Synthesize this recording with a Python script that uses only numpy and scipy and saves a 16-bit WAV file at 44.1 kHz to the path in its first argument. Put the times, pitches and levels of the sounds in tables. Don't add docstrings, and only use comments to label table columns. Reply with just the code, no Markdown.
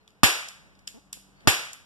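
import sys
import numpy as np
from scipy import signal
from scipy.fft import rfft, irfft
from scipy.io import wavfile
from scipy.ndimage import uniform_filter1d

SR = 44100
rng = np.random.default_rng(int(sys.argv[2]) if len(sys.argv) > 2 else 0)


def invert_db(x):
    u = np.asarray(x, float) / 20
    return 10 ** u


def unload_wav(signal):
    wavfile.write(
        sys.argv[1],
        SR,
        np.round(np.clip(np.atleast_2d(signal).T, -1, 1) * 32767).astype(np.int16),
    )


N = 81585


def curve(table, at, warp=lambda v: v):
    return np.interp(warp(at), warp(np.array(table)[:, 0]), np.array(table)[:, 1])


def colour(x, table):
    hz = np.maximum(np.arange(2049) * SR / 4096, 1)
    cepstrum = irfft(curve(table, hz, np.log) * np.log(10) / 20)
    cepstrum[1:2048] *= 2
    cepstrum[2049:] = 0
    response = irfft(np.exp(rfft(cepstrum)))
    return signal.fftconvolve(x, response)[:len(x)]


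def band(x, order, hz, kind):
    return signal.sosfilt(signal.butter(order, hz, kind, fs=SR, output="sos"), x)


def add(out, x, start_s):
    i = int(start_s * SR)
    out[..., i:i + x.shape[-1]] += x[..., :N - i]


def decay(t, t60_s):
    return np.exp(-np.log(1000) * t / t60_s)


def sine(hz):
    return np.sin(2 * np.pi * np.cumsum(hz) / SR)


def ports(common, diff):
    return np.array([common + diff, common - diff])


def walk(rate_hz):
    k = int(SR / rate_hz)
    steps = np.repeat(rng.standard_normal(size=999), k)[:N]
    return 1.2 * uniform_filter1d(uniform_filter1d(steps, k), k)


# pitch_hz, level_db
STREET_COMMON = [(25, -6.5), (70, 7), (150, 5), (400, -9.5), (1200, -16), (3000, -22), (7000, -31.5),
                 (14000, -39)]
STREET_DIFFERENCE = [(30, -26), (70, -3.5), (180, -9), (500, -17.5), (1200, -13), (3000, -20),
                     (7000, -31.5), (14000, -38)]
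# time_s, level_db
STREET_SWELL = [(0, -63), (.3, -63.5), (.7, -58.5), (1.0, -62), (1.3, -61.5), (1.45, -54), (1.85, -62)]


def traffic(t):
    common, diff = (colour(rng.standard_normal(N), shape) * invert_db(1.5 * walk(12))
                    for shape in (STREET_COMMON, STREET_DIFFERENCE))
    return ports(common, diff) * invert_db(curve(STREET_SWELL, t) + 16)


# pitch_hz, level_db
MOTOR_LINES = [(48.4, -61.5), (118.4, -75.5), (145.3, -75), (193.8, -66.5), (290.7, -78)]
# time_s, level_db
MOTOR_SWELL = [(0, -23.5), (.45, -19.5), (.7, -15.5), (1.0, -13.5), (1.25, -9), (1.45, -14), (1.55, -17.5),
               (1.85, -22)]


def motor(t):
    hum = np.zeros(N)
    for hz, db in MOTOR_LINES:
        hum += invert_db(db + 5 + 1.5 * walk(9)) * sine(hz * (1 + .003 * walk(5)))
    return invert_db(14.5 + curve(MOTOR_SWELL, t)) * hum


# start_s, length_s, pitch_hz, level_db
FAR_WHISTLES = [
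    (1.335, .1, 4550, -67),
    (0.0, .045, 4150, -71),
    (-.05, .28, 435, -68),
]


def whistles(t):
    out = np.zeros(N)
    for start_s, length_s, hz, db in FAR_WHISTLES:
        swell = invert_db(db + 3 * walk(90)) * np.sin(np.pi * np.clip((t - start_s) / length_s, 0, 1))
        out += swell * sine(hz * (1 + .008 * walk(40)))
    return out * np.array([[1], [.4]])


# start_s, length_s, level_db, first_slip_hz, last_slip_hz
CASE_CREAKS = [
    (.9425, .047, -42, 215, 330),
    (1.066, .008, -53, 300, 200),
    (1.1705, .0045, -40, 230, 230),
    (1.283, .012, -57, 200, 200),
    (1.4525, .02, -39, 235, 225),
]


def creaks():
    out = np.zeros(N)
    for start_s, length_s, db, first_hz, last_hz in CASE_CREAKS:
        u = np.arange(int(length_s * SR)) / (length_s * SR)
        slip_hz = (first_hz + (last_hz - first_hz) * u ** 3) * (1 + 0.051 * walk(200)[:len(u)])
        phase = np.cumsum(slip_hz) / SR % 1
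        saw = 2 * phase ** 1.1 - 1.18
        add(out, invert_db(db) * saw * (1 - 0.37 * u ** 4), start_s)
    out = band(out, 1, [45, 800], "band")
    return ports(0.37 * out, out / 2)


# pitch_hz, level_db
WALL_COMMON = [(60, -8), (300, 1), (900, -5), (2300, 2.5), (4000, -4), (7500, -6.5), (12000, -9),
               (16000, -27.5)]
WALL_DIFFERENCE = [(60, -22.5), (300, -19), (900, -5.5), (2300, 2.5), (4000, -4), (7500, -7.5), (12000, -9),
                   (16000, -24)]
# pitch_hz, t60_s
WALL_FADE = [(100, 0.1), (400, 0.37), (1000, 0.57), (2500, 0.52), (6000, 0.55), (12000, 0.36)]


def walls():
    t = np.arange(SR) / SR
    hz = np.maximum(np.fft.rfftfreq(SR, 1 / SR), 1)
    early_db, early_t60_s, rise_s = -0.5, 0.12, .0015
    early = invert_db(early_db) * decay(t, early_t60_s) * rng.exponential(size=SR)
    grain = rng.standard_normal((2, SR)) * (1 + early)
    tail = np.zeros((2, SR))
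    for centre_hz in 50 * 2. ** np.arange(9):
        share = np.clip(1 - np.abs(np.log2(hz / centre_hz)), 0, 1)
        tail += irfft(rfft(grain) * share) * decay(t, curve(WALL_FADE, centre_hz, np.log))
    tail *= 1 - np.exp(-t / rise_s)
    return ports(colour(tail[0], WALL_COMMON), colour(tail[1], WALL_DIFFERENCE))


# start_s, level_db, brightest_hz, rattle_s, hardest_knock (0-1 along the rattle)
GUN_CLICKS = [(0.077, -43, 3600, 0.003, .3), (.1047, -53, 4130, .004, .3), (.4845, -25.5, 6740, 0.0063, .1),
              (.7517, -53, 3510, .004, .3), (.7906, -49, 5700, .005, .3), (0.873, -21.5, 5870, 0.0055, .55),
              (.8815, -38.5, 5500, 0.0052, .1), (1.1262, -39, 6960, .002, .3),
              (1.1287, -19, 7150, 0.006, 0.07), (1.4047, -51, 3560, .005, .3),
              (1.731, -26.5, 7850, 0.0043, .2)]
# pitch_hz, level_db, t60_s
GUN_MODES = [(2300, -5, .015), (3122, -1, .016), (3682, -4, .018), (4813, -5, .018), (5200, -4, .016),
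             (6100, -5, .015), (7090, -3, .018), (7550, -1, .012), (8969, -3, .012), (10200, -8, .012),
             (11790, -11, .012), (13000, -9, .012), (1500, -13, .015), (900, -12, .015)]


def metal_knock(t, top_hz, late):
    hz, mode_db, t60_s = np.array(GUN_MODES).T[:, :, None]
    pitch = hz * (1 + 0.039 * rng.standard_normal(hz.shape))
    octaves = np.log2(hz / top_hz / (1.15 - .45 * late))
    gain = invert_db(mode_db - 8 * octaves ** 2 + 2 * rng.standard_normal(hz.shape))
    tones = np.sin(2 * np.pi * (pitch * t + rng.random(hz.shape)))
    return (gain * tones * decay(t, t60_s * .33)).sum(0)


def clicks():
    out, source, t = np.zeros((2, N)), np.zeros(N), np.arange(SR // 20) / SR
    knocks, far_port_db, slope_db = 14, -2, -15
    for start_s, db, top_hz, rattle_s, peak in GUN_CLICKS:
        when = rng.random(knocks) * np.sign(np.arange(knocks))
        for port in range(2):
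            body = np.zeros(len(t))
            for late, size in zip(when, rng.random(knocks)):
                k = int(late * rattle_s * SR)
                force = (.3 + size) * np.exp(-((late - peak) / .5) ** 2)
                body[k:] += force * metal_knock(t, top_hz, late)[:len(t) - k]
            add(out[port], body / np.abs(body).max() * invert_db(db + port * far_port_db), start_s)
        bump = [(top_hz / 10, 1.7 * slope_db), (top_hz / 2, .5 * slope_db),
                (top_hz * 1.2, 0), (top_hz * 2, .2 * slope_db)]
        add(source, invert_db(db) * colour(1. * (t == 0), bump), start_s + peak * rattle_s)
    return band(out, 2, 700, "high"), source


# start_s, level_db, thump_db, thump_hz
CAP_SHOTS = [
    (0.2327, -2, -9, 231.3),
    (1.4732, -4.5, -7.5, 184),
]
# pitch_hz, level_db
BLAST_COLOUR = [(60, -51), (300, -26.5), (900, 8), (2300, -4.5), (5000, 1), (9000, -4.5), (13000, -9.5),
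                (16000, -19)]


def blast(t):
    blast_s, spit_s, spit_db, far_port_db = 0.00043, 0.0088, 0.5, -7.5
    wave = np.where(t < blast_s, 1 - 2 * t / blast_s, 0)
    grains = rng.standard_normal((2, len(t))) * rng.exponential(size=(2, len(t)))
    spit = invert_db(spit_db) * grains * decay(t, 3 * spit_s) / 2
    return invert_db([[0], [far_port_db]]) * np.array([colour(wave + v, BLAST_COLOUR) for v in spit])


def case_thump(t, hz):
    sag = 0.34 + 0.63 * np.exp(-t * 75)
    tone = sine(hz * sag * (1 + 0.36 * walk(130)[:len(t)]))
    rumble = band(rng.standard_normal((2, len(t))), 2, [40, 200], "band")
    ring = (tone + invert_db(18.5) * rumble) * decay(t, 0.071)
    return ports(0.73 * ring[0], -.55 * ring[1])


def shots():
    out, source, t = np.zeros((2, N)), np.zeros(N), np.arange(SR // 10) / SR
    for start_s, db, thump_db, thump_hz in CAP_SHOTS:
        add(out, invert_db(db) * blast(t), start_s)
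        add(source, invert_db(db) * (t == 0), start_s)
        add(out, invert_db(thump_db) * case_thump(t, thump_hz), start_s)
    return out, source


def scene():
    t = np.arange(N) / SR
    street = traffic(t) + motor(t) + whistles(t)
    ticks, tick_source = clicks()
    bangs, shot_source = shots()
    send = invert_db(-11.5) * shot_source + invert_db(-20) * tick_source
    echo = np.array([signal.fftconvolve(send, wall)[:N] for wall in walls()])
    return street + creaks() + echo + ticks + bangs


def top_cut(x):
    return signal.sosfilt(signal.butter(12, 15220, fs=SR, output="sos"), x)


def record(dry):
    lag, cross_gain, ceiling = 20, .86, 1.2
    other = np.pad(dry[::-1], ((0, 0), (lag, 0)))[:, :N]
    late = band(other, 1, 7000, "low")
    wide = ceiling * np.tanh((dry - cross_gain * late) / ceiling)
    wide = signal.sosfilt(signal.cheby1(8, .3, 14050, fs=SR, output="sos"), wide)
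    return top_cut(wide)


dry = scene()
out = record(dry)
unload_wav(out)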